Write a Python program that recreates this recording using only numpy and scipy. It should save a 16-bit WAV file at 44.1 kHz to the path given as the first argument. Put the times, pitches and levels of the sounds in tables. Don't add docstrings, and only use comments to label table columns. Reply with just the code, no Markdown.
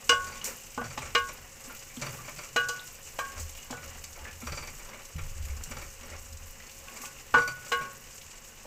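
import sys
import numpy as np
from scipy import signal
from scipy.fft import rfft, irfft, next_fast_len
from scipy.io import wavfile

SR = 44100
rng = np.random.default_rng(int(sys.argv[2]) if len(sys.argv) > 2 else 0)


def unload_wav(signal):
    wavfile.write(
        sys.argv[1],
        SR,
        np.round(np.clip(np.atleast_2d(signal).T, -1, 1) * 32767).astype(np.int16),
    )


def natural_amplitude(level_db):
    exponent = np.asarray(level_db, float) / 20
    return 10 ** exponent


N = 381906


def unit(x):
    return x / np.sqrt(np.mean(x ** 2))


def noise():
    return rng.standard_normal(N)


def decay(t, t60):
    return np.exp(-np.log(1000) * t / t60)


def colour(x, spectrum):
    hz, db = np.transpose(spectrum)
    size = next_fast_len(N)
    log_hz = np.log(np.arange(size // 2 + 1) * SR / size + 1)
    gain = natural_amplitude(np.interp(log_hz, np.log(hz), db))
    return unit(irfft(rfft(x, size) * gain, size)[:N])


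def split(x, hz):
    parts = []
    for kind in ("low", "high"):
        sos = signal.butter(4, hz, kind, fs=SR, output="sos")
        parts.append(unit(signal.sosfilt(sos, x)))
    return parts


def ring(x, hz, t60):
    r, w = decay(1 / SR, t60), 2 * np.pi * hz / SR
    return signal.lfilter([0, r * np.sin(w)], [1, -2 * r * np.cos(w), r * r], x)


def swell(x, hz, t60, rise_s):
    return 2 / (rise_s * SR) * ring(ring(x, hz, t60), hz, rise_s * np.log(1000))


def resonate(x, peaks):
    return unit(sum(natural_amplitude(db) * unit(ring(x, hz, np.log(1000) / (np.pi * width))) for hz, width, db in peaks))


def grains(share, spread_db):
    clicks = (rng.random(N) < share) * noise()
    return unit(clicks * natural_amplitude(spread_db * np.minimum(rng.exponential(size=N), 4)))


def fizz(rate, t60, spread_db):
    starts = rng.random(N) < rate / SR
    bubbles = starts * natural_amplitude(spread_db * np.minimum(rng.exponential(size=N), 3))
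    return unit(signal.lfilter([1], [1, -decay(1 / SR, t60)], bubbles))


def puffs(times, dbs, t60s, rise_s):
    out, t = np.zeros(N), np.arange(SR // 2) / SR
    for s, db, t60 in zip(times, dbs, t60s):
        i = int(s * SR)
        shape = (1 - np.exp(-t / rise_s)) * decay(t, max(t60, .005))
        out[i:i + len(t)] += natural_amplitude(db) * shape[:N - i]
    return out


def surges(times, dbs, rises, t60s):
    t = np.arange(0, N, 64) / SR
    power = 0
    for s, db, rise, t60 in zip(times, dbs, rises, t60s):
        slope_db = np.where(t < s, 20 * (t - s) / max(rise, .005), -60 * (t - s) / t60)
        power = power + natural_amplitude(db + slope_db) ** 2
    return np.interp(np.arange(N) / SR, t, np.sqrt(power))


def blows(times, dbs, skid, skid_s):
    hits = np.zeros(N)
    hits[(np.asarray(times) * SR).astype(int)] = natural_amplitude(dbs)
    t = np.arange(2048) / SR
    tail = rng.standard_normal(2048) * np.exp(-t / skid_s)
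    tail = skid * tail / np.sqrt(np.sum(tail ** 2))
    tail[0] += 1
    return signal.fftconvolve(hits, tail)[:N]


# time in seconds, level in dB.
FRYING_HEAT = [(0.0, -51), (0.29, -48.5), (1.23, -49.5), (1.54, -51), (2.87, -49), (3.13, -50.5),
               (3.81, -49.5), (4.12, -52.5), (4.56, -50.5), (5.35, -52.5), (5.69, -49.5), (6.1, -52),
               (6.39, -53), (6.9, -49), (7.28, -50), (8.05, -52), (8.25, -52.5), (8.66, -51.5)]
# frequency in Hz, density in dB per Hz.
FRY_SPECTRUM = [(1500, -12.5), (2400, -0.5), (2900, 1.5), (3300, -9), (4100, -9.5), (4900, -7.5),
                (6000, -5), (7000, -3), (8100, -4), (8900, -13), (9800, -14.5), (11500, -9), (14500, -8),
                (15800, -10.5)]


def frying(patch):
    t = np.arange(N) / SR
    s, db = np.transpose(FRYING_HEAT)
    heat_db = np.interp(t, s, db)
    fry_db = heat_db + 2.5
    settled_db = -3 * np.clip((t - 8.1) / .15, 0, 1)
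    spray_db = -58 + 0.57 * (heat_db - heat_db.mean()) + settled_db + 0.64
    coarse, spray = split(colour(grains(0.1, 6.4) + 7.0 * noise(), FRY_SPECTRUM), 8520)
    low, high = split(coarse, 6080)
    shared = fizz(rate=83, t60=0.05, spread_db=11.0)
    low = low * (0.47 + 0.24 * shared + 0.11 * fizz(rate=32, t60=0.037, spread_db=-7.0))
    high = high * (0.57 + 0.091 * shared + 0.42 * fizz(rate=70, t60=0.055, spread_db=-1.5))
    spray = spray * (0.9 + 0.079 * shared + 0.4 * fizz(rate=45, t60=0.029, spread_db=6.0))
    flare = patch()
    fry = low * natural_amplitude(-5.0) + high * flare * natural_amplitude(-4.0)
    return fry * natural_amplitude(fry_db) + spray * flare * natural_amplitude(spray_db)


def fat_patches():
    return 0.85 + 0.25 * fizz(rate=7, t60=0.42, spread_db=2.0)


# fastest moment in seconds, level in dB, half length in seconds.
STROKES = [(0.248, -49, 0.14), (0.5, -44.5, 0.042), (1.198, -53.5, 0.24), (1.695, -50.5, 0.05),
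           (2.057, -47.5, 0.059), (2.165, -49.5, 0.099), (2.7, -54, 0.12), (3.34, -50, 0.1),
           (3.89, -50.5, 0.087), (4.246, -50.5, 0.047), (4.91, -52, 0.099), (5.77, -51, 0.065),
           (.49, -52, 0.063), (5.562, -58, 0.33), (6.12, -49.5, 0.061), (7, -50, 0.096), (7.403, -57, 0.13),
           (7.818, -50, 0.13)]


def sweeps():
    t = np.arange(N) / SR
    power = natural_amplitude(-55) ** 2
    for s, db, half_s in STROKES:
        power = power + natural_amplitude(db) ** 2 * np.exp(-((t - s) / half_s) ** 2)
    return np.sqrt(power)


# frequency in Hz, density in dB per Hz.
DRAG_SPECTRUM = [(88, -11), (150, -19), (231, 2.5), (269, -12), (505, -4.5), (845, -3.5), (932, -5.5),
                 (1070, -2.5), (1250, -5.5), (2010, -5), (2180, -7), (2880, -13), (4200, -19), (5460, -80),
                 (9240, -120)]


def drag():
    wet = grains(.02, 1.0) + 2.17 * noise()
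    wall = [(hz, 40, db) for hz, db, _ in UPPER_RINGS[:3]]
    wall += [(524.0, 190, 9.0), (1174, 6.5, 6.1), (1520, 6, 6.5), (2890, 64, 14.4)]
    rough = 0.7 + 0.18 * fizz(rate=26, t60=0.064, spread_db=-2.0)
    rub = (colour(wet, DRAG_SPECTRUM) + 0.33 * resonate(wet, wall)) * rough
    hum = natural_amplitude(-11.5) * resonate(wet, [(549, 9, 0)])
    return (rub + hum) * sweeps()


# start in seconds, level in dB, pitch in Hz.
THUDS = [(0.092, -36.5, 278), (0.776, -31.5, 253), (0.812, -33, 233), (0.976, -38.5, 256),
         (1.148, -47, 228), (1.678, -42, 254), (1.972, -32.5, 245), (2.021, -32, 136), (2.278, -45, 249),
         (2.377, -43, 141.9), (2.558, -38.5, 245), (2.688, -54, 148.4), (3.705, -33.5, 252),
         (4.43, -34.5, 238.5), (4.52, -34.5, 137.6), (5.156, -32.5, 152), (5.674, -41, 153),
         (5.705, -41, 240), (6.032, -49, 243), (6.317, -52, 231), (7.003, -44.5, 247), (7.34, -29, 247),
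         (7.42, -51, 137), (7.486, -47, 131), (7.719, -48, 237), (7.803, -41, 152)]
# peak in seconds, level in dB, build-up in seconds, t60 in seconds.
SHOVES = [(.12, -47.5, 0.1, 0.82), (.8, -50.5, 0.055, 2.7), (1.05, -53, .1, 2.2), (3.4, -39, 0.12, 0.54),
          (3.83, -50, 0.18, 2.4), (4.25, -48.5, 0.062, 2), (4.46, -42.5, 0.082, 1.15),
          (5.159, -37.5, 0.018, 0.81), (5.42, -32, 0.084, 1.2), (5.62, -50, .1, .7), (6.42, -44.5, 1, 0.33)]
SWAY_SHARE_DB = [-5, -8, -9, -7, -4, -6, -1, 2, -11.5, -12, -4.5]


def stove():
    out, t = np.zeros(N), np.arange(SR // 2) / SR
    for s, db, hz in THUDS:
        i = int(s * SR)
        thud = natural_amplitude(db) * np.sin(2 * np.pi * hz * t) * (1 - np.exp(-t / 0.0014)) * decay(t, 0.13)
        out[i:i + len(t)] += thud[:N - i]
    s, db, rise_s, t60 = np.transpose(SHOVES)
    sway_lag_s, sway_slower = 0.076, 2.04
    shudder = np.hypot(natural_amplitude(-62.5), surges(s, db, rise_s, t60))
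    tips = surges(s + sway_lag_s, db + SWAY_SHARE_DB, sway_slower * rise_s, sway_slower * t60)
    sway = np.hypot(natural_amplitude(-57), tips)
    s, db, _ = np.transpose(THUDS)
    drone = np.hypot(natural_amplitude(-64.5), surges(s + 0.036, db - 16.5, 0 * s + 0.062, 0 * s + 1.46))
    for gain, hz, width_hz in [(shudder, 76.5, 13.6), (sway, 27.6, 10.4), (drone, 132.2, 35.0)]:
        sheet = resonate(noise(), [(hz, width_hz, 0)])
        out += gain * resonate(sheet, [(hz, 2.2 * width_hz, 0)])
    return out


# start in seconds, level in dB, share above 6.9 kHz in dB, t60 in seconds.
SPLASHES = [(0.0925, -6, -26, 0.033), (0.4415, -20.5, -5, 0.034), (0.45, -29.5, -6.5, 0.27),
            (1.1492, -18.5, -15, 0.025), (2.014, -25, -19, 0.056), (2.5627, -18.5, -13, 0.028),
            (2.6852, -19.5, -19, 0.078), (3.19, -33, -4.5, 0.05), (3.3957, -34.5, -11, 0.23),
            (4.4025, -33, -8.5, 0.032), (5.636, -22, -10, 0.025), (7.0146, -38.5, -2.5, 0.21),
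            (7.0554, -29, -12, 0.041), (7.4754, -42, 4, 0.042), (7.718, -28, -13.5, 0.086)]
# start in seconds, level in dB.
SPITS = [(0.2425, -29), (0.853, -35), (0.9762, -36), (1.0585, -39), (1.287, -32), (1.639, -33),
         (1.791, -31.5), (1.9939, -36), (2.3825, -35), (3.3777, -32), (3.707, -26.5), (3.8767, -33),
         (4.039, -26), (4.1275, -33), (4.6724, -34), (5.0514, -36), (5.5653, -34), (6.325, -34), (6.1, -34),
         (6.37, -34), (6.666, -35), (6.7136, -34), (6.9701, -30.5), (7.3405, -30), (8.0671, -43),
         (8.1264, -36.5)]


def splashes():
    s, db, top_db, t60 = np.transpose(SPLASHES + [(s, db, -18, 0.05) for s, db in SPITS])
    hiss = split(colour(noise(), FRY_SPECTRUM), 4270)[1]
    body, top = split(hiss, 6900)
    body = body * puffs(s, db - 9.5, t60, rise_s=0.0011)
    return body + top * puffs(s, db + top_db - 0.5, t60, rise_s=0.0013)


# start in seconds, level in dB, pitch in Hz, t60 in
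# seconds.
SMACKS = [(1.969, -37.5, 3300, 0.022), (2.188, -40, 1140, 0.034), (2.793, -35.5, 3800, 0.032),
          (4.172, -46, 850, 0.17), (4.251, -43, 1750, 0.27), (4.274, -45.5, 2290, 0.11),
          (6.6, -42, 1950, 0.04), (6.12, -43, 2050, .05), (4.93, -45, 2200, .1), (6.164, -39, 6000, 0.032),
          (7.036, -37, 1110, 0.04), (7.3405, -15.5, 980, 0.042), (7.049, -39, 2700, 0.075),
          (8.652, -39, 610, 0.043), (0.7765, -27, 960, 0.035), (.977, -36, 1150, 0.03),
          (0.977, -36, 1900, 0.04), (0.978, -38, 2700, .05), (4.418, -40, 520, 0.05),
          (4.039, -41, 2320, .04), (3.979, -43, 1900, .03), (4.19, -44, 2720, .03), (4.156, -45, 2300, .03),
          (.455, -44, 2300, .2), (7.165, -44, 2600, .03), (7.186, -44, 2750, .03),
          (0.099, -30, 1400, 0.063), (4.472, -33, 1330, .04), (2.688, -45, 3200, .07),
          (1.149, -32, 2600, 0.06), (1.15, -30, 720, 0.046), (1.9, -46.5, 2300, 0.14),
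          (2.56, -26.5, 810, 0.045), (2.561, -33, 1920, 0.055), (6.883, -38, 2600, .03),
          (7.345, -20, 1580, 0.1), (7.372, -24.5, 1170, .09), (7.72, -33, 2130, 0.1),
          (7.341, -42, 1900, .06), (1.697, -39, 1380, .05), (2.28, -35.5, 1200, .05)]


def smacks():
    out, wet = np.zeros(N), noise()
    for s, db, hz, t60 in SMACKS:
        now = slice(int(s * SR), int((s + .3) * SR))
        envelope = puffs([s], [db], [t60], rise_s=0.00089)[now]
        out[now] += envelope * resonate(wet[now], [(hz, 0.095 * hz, 0)])
    return out


# start in seconds, upper rings in dB, dull clack in dB,
# bright clack in dB, clack t60 in seconds.
CRACKS = [(0.093, -20, -24.5, -13, 0.055), (0.1284, -26, -22, -48, 0.016), (0.413, -41, -61, -34, 0.064),
          (0.7786, -69, -35, -62, 0.077), (0.815, -53, -35, -56, 0.11), (0.9757, -46, -36.5, -29.5, 0.1),
          (1.1495, -27, -25, -12.5, 0.044), (2.561, -22, -29.5, -19, 0.048),
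          (2.6903, -38, -41.5, -36, 0.11), (3.1883, -37, -30.5, -27, 0.055), (3.585, -44, -63, -45, 0.059),
          (3.702, -30.5, -47, -66, 0.4), (3.727, -58, -37.5, -50, 0.067), (7.3403, -31, -21, -27, 0.043),
          (7.352, -48, -33, -35, 0.035), (7.37, -54, -40, -34, 0.053), (7.7187, -29, -30, -24, 0.08),
          (8.2137, -50, -75, -37, 0.059)]
# frequency in Hz, density in dB per Hz.
CLACK_SPECTRUM = [(120, -48), (330, -15), (480, -3), (700, -2), (1000, -2), (1400, -8.5), (2000, -7),
                  (2900, -1.5), (4500, -9), (6500, -7), (9500, -33)]


def clacks():
    s, _, dull_db, bright_db, t60 = np.transpose(CRACKS)
    dull, bright = split(colour(noise(), CLACK_SPECTRUM), 1690)
    dull = dull * puffs(s, dull_db + 3, 0.56 * t60, rise_s=0.0003)
    return dull + bright * puffs(s, bright_db - 8.0, t60, rise_s=0.0006)


# start in seconds, then rim, wall, wall twin, rim twin in dB.
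KNOCKS = [(0.093, -20.5, -19.5, -28, -36), (.343, -56, -40.5, -63.5, -62), (0.7762, -35.5, -61, -36, -46),
          (1.149, -25, -22, -45, -27), (2.561, -21, -41, -26.5, -28), (2.6861, -36, -51, -32.5, -60),
          (3.188, -48, -32.5, -38, -33.5), (3.729, -41, -68, -47, -64), (6.868, -54, -51, -62, -62),
          (7.004, -60, -50, -62, -64), (7.053, -49, -61, -56, -62), (7.34, -14, -27, -22, -50),
          (7.716, -28, -24, -47, -30)]
# start in seconds, t60 in seconds, floor in dB.
CHOKES = [(1.16, 1.6, -14), (2.7, 2, -1.5), (2.84, 0.25, -30), (3.846, 0.13, -60), (7.39, .15, -2.5),
          (.13, 0.54, -2), (0.86, 0.2, -15), (1.29, 0.27, -13), (6.92, .1, -30), (7.03, .1, -30),
          (7.1, .2, -30), (.42, .2, -20), (7.88, 1, -10), (0.295, .3, -6)]


def choke():
    gain, t = np.ones(N), np.arange(N) / SR
    for s, t60, floor_db in CHOKES:
        next_knock_s = min((k[0] for k in KNOCKS if k[0] > s), default=N / SR)
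        held = (t >= s) & (t < next_knock_s - .002)
        gain[held] *= np.maximum(natural_amplitude(-60 * (t[held] - s) / t60), natural_amplitude(floor_db))
    return gain


# frequency in Hz, level in dB, t60 in seconds.
KNOCK_RINGS = [
    [(1471, 0, .52), (1503, -22, .3)],
    [(1102, 0, .52)],
    [(1138, 0, .32)],
    [(1601, 0, .42), (2478, -9, .15), (3070, -11, .14), (1657, -11, .35), (1830, -10, .17)],
]
# start in seconds, then oval, pressed rim, pressed twin, shoulder in dB.
FLEXES = [
    (0.093, -21.5, -24.5, -25.5, -29),
    (0.777, -33.5, -51, -41, -29.5),
    (1.15, -23.5, -50, -46, -21),
    (2.5599, -26.5, -54.5, -54, -31),
    (2.686, -36, -58, -58, -52),
    (3.188, -43.5, -42, -37, -30),
    (3.728, -43, -64, -64, -60),
    (7.3395, -59, -40, -42, -16.5),
    (7.363, -21, -60, -60, -40),
    (7.717, -26, -55, -32, -53),
]
# frequency in Hz, level in dB, t60 in seconds.
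FLEX_RINGS = [
    [(477, 0, .19), (487, -15, .32), (552, -21, .3)],
    [(1496, 0, .33)],
    [(1584, 0, .35)],
    [(1176, 0, .13), (1227, -7, .1)],
]
# start in seconds, then low, middle, top of the close trio, band below in dB.
GLINTS = [(0.094, -23, -19, -16.5, -31.5), (.106, -31, -30, -29, -35), (0.412, -55, -38, -39, -60),
          (1.1513, -33, -19, -27, -30), (2.5613, -43, -27.5, -38, -50), (2.578, -47, -29, -26, -60),
          (2.6903, -55, -52, -37, -60), (3.585, -60, -43, -52, -62), (7.3405, -38, -33, -35, -41),
          (7.368, -50, -58, -43, -55), (7.7179, -53, -28, -41, -34), (7.742, -55, -38, -32, -46)]
# frequency in Hz, level in dB, t60 in seconds.
GLINT_RINGS = [
    [(2842, 0, .17), (2859, -4, .2)],
    [(2878, 0, .14)],
    [(2912, 0, .15)],
    [(2105, 0, .23)],
]
# start in seconds, then low, paired, middle, high rings in dB.
FLANKS = [
    (0.0925, -45, -42, -42, -38),
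    (1.1505, -29, -26, -35, -31),
    (2.5615, -40, -42, -30, -36),
    (3.1885, -56, -37, -40, -46),
    (7.3405, -40, -31, -45, -48),
    (7.378, -36, -42, -45, -50),
    (7.7185, -40, -34, -47, -35),
]
# frequency in Hz, level in dB, t60 in seconds.
FLANK_RINGS = [
    [(1830, 0, .11)],
    [(2282, 0, .12), (2336, -2, .12)],
    [(2472, 0, .15)],
    [(4000, 0, .09), (4110, -2, .08)],
]
# frequency in Hz, level in dB, t60 in seconds.
UPPER_RINGS = [(2288, -10, .13), (2582, -13, .22), (3005, -11, .15), (3337, -9, .17), (3435, -19, .18),
               (3720, -20, .18), (4000, -15, .16), (4110, -15, .15), (5260, -20, .11)]


def rings():
    out = 0
    groups = [(KNOCKS, KNOCK_RINGS), (FLEXES, FLEX_RINGS), (GLINTS, GLINT_RINGS), (FLANKS, FLANK_RINGS)]
    for events, families in groups:
        s, *levels = np.transpose(events)
        for dbs, modes in zip(levels, families):
            push = blows(s, dbs, skid=0.011, skid_s=0.0093)
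            for hz, db, t60 in modes:
                out = out + natural_amplitude(db) * swell(push, hz, t60, rise_s=4.9 / min(hz, 1500))
    s, upper_db, *_ = np.transpose(CRACKS)
    push = blows(s, upper_db - 9.5, skid=0.05, skid_s=0.019)
    for hz, db, t60 in UPPER_RINGS:
        out = out + natural_amplitude(db) * swell(push, hz, t60, rise_s=0.0039)
    return out * choke()


# start in seconds, level in dB, prong in dB.
ROCKS = [(0.2654, -44.5, -2), (0.318, -45, 1), (0.84, -41, -5), (0.901, -42, -7), (1.018, -38, -20),
         (1.053, -42, -15), (1.283, -38.5, -17), (1.701, -45, -13), (2.017, -33.5, -3), (2.063, -37, -1),
         (2.2444, -46, -5), (2.276, -40, -11), (2.384, -39, -4), (2.43, -44.5, -15), (3.364, -44, -22),
         (3.7684, -46, -15), (3.824, -46, -6), (4.1574, -49.5, -7), (4.414, -44, -21), (4.467, -36, -7),
         (4.519, -37.5, -1), (4.571, -37, 0), (4.623, -40, -3), (4.671, -41.5, -6), (4.792, -46.5, -15),
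         (4.8474, -52, -8), (4.8848, -46.5, -8), (4.9355, -48.5, -16), (4.989, -47, -17),
         (5.181, -39.5, -13), (5.4954, -48.5, -17), (5.709, -39, -11), (5.7656, -40.5, -8),
         (5.8147, -43, -10), (6.0289, -45, -26), (6.097, -52, -18), (6.1264, -45, -15), (6.96, -45.5, -18),
         (7.379, -34.5, -12), (7.417, -41, 1), (7.474, -36, 0.5), (7.5644, -49, -19), (7.6084, -52, -13),
         (7.66, -46, -5.5), (7.8096, -40.5, -22)]
# frequency in Hz, width in Hz, level in dB.
GRATE_LOW = [(597, 6.9, 8), (1310, 500, 9.5), (1860, 100, -40), (2275, 250, 12.5), (2530, 140, -28)]
# frequency in Hz, width in Hz, level in dB.
GRATE_HIGH = [(3900, 90, -11), (5740, 90, -2), (6050, 200, -6), (7100, 160, 0), (7990, 150, -7)]
# frequency in Hz, level in dB, t60 in seconds.
BARS = [(549, -6, .1), (1240, -3, .05), (1360, -1, .06), (1820, -7, .05), (2190, -1, .045),
        (2320, -1, .055), (5700, -13, .07), (7110, -15, .05)]
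# frequency in Hz, level in dB, t60 in seconds.
PRONG = [(4540, -4, .016), (4630, 0, .022), (4730, -2, .016), (6020, -4, .025)]


def grate():
    s, db, prong_db = np.transpose(ROCKS)
    db = db + 12
    t60 = np.full(len(s), 0.12)
    low = resonate(noise(), GRATE_LOW) + 0.7 * colour(grains(0.37, 4.1), DRAG_SPECTRUM)
    high = resonate(noise(), GRATE_HIGH) + 0.13 * colour(noise(), FRY_SPECTRUM)
    out = low * puffs(s, db - 10.5, t60, rise_s=0.0065)
    out = out + high * puffs(s, db - 8.5, 0.38 * t60, rise_s=0.0052)
    for modes, dbs in [(BARS, db - 31), (PRONG, db + prong_db - 24)]:
        scuff = puffs(s, dbs, 0 * s + .04, rise_s=0.0029) * np.sign(noise())
        for hz, mode_db, ring_s in modes:
            out = out + natural_amplitude(mode_db) * swell(scuff, hz, ring_s, rise_s=.001)
    return out


def room(near):
    t = np.arange(SR // 2) / SR
    walls = rng.standard_normal(len(t)) * decay(t, 0.19) * (t > .004)
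    walls = walls / np.sqrt(np.sum(walls ** 2))
    return natural_amplitude(-5) * signal.fftconvolve(near, walls)[:N]


def scene():
    near = clacks() + grate() + splashes() + smacks()
    return (near + room(near) + rings() + stove() + frying(fat_patches) + drag())[None]


def band_limit(x):
    return signal.sosfilt(signal.butter(12, 16280, fs=SR, output="sos"), x)


def record(dry):
    low_pass = signal.ellip(10, .2, 70, 15480, fs=SR, output="sos")
    mix = signal.sosfilt(low_pass, dry)
    return band_limit(mix)


dry = scene()
out = record(dry)
unload_wav(out)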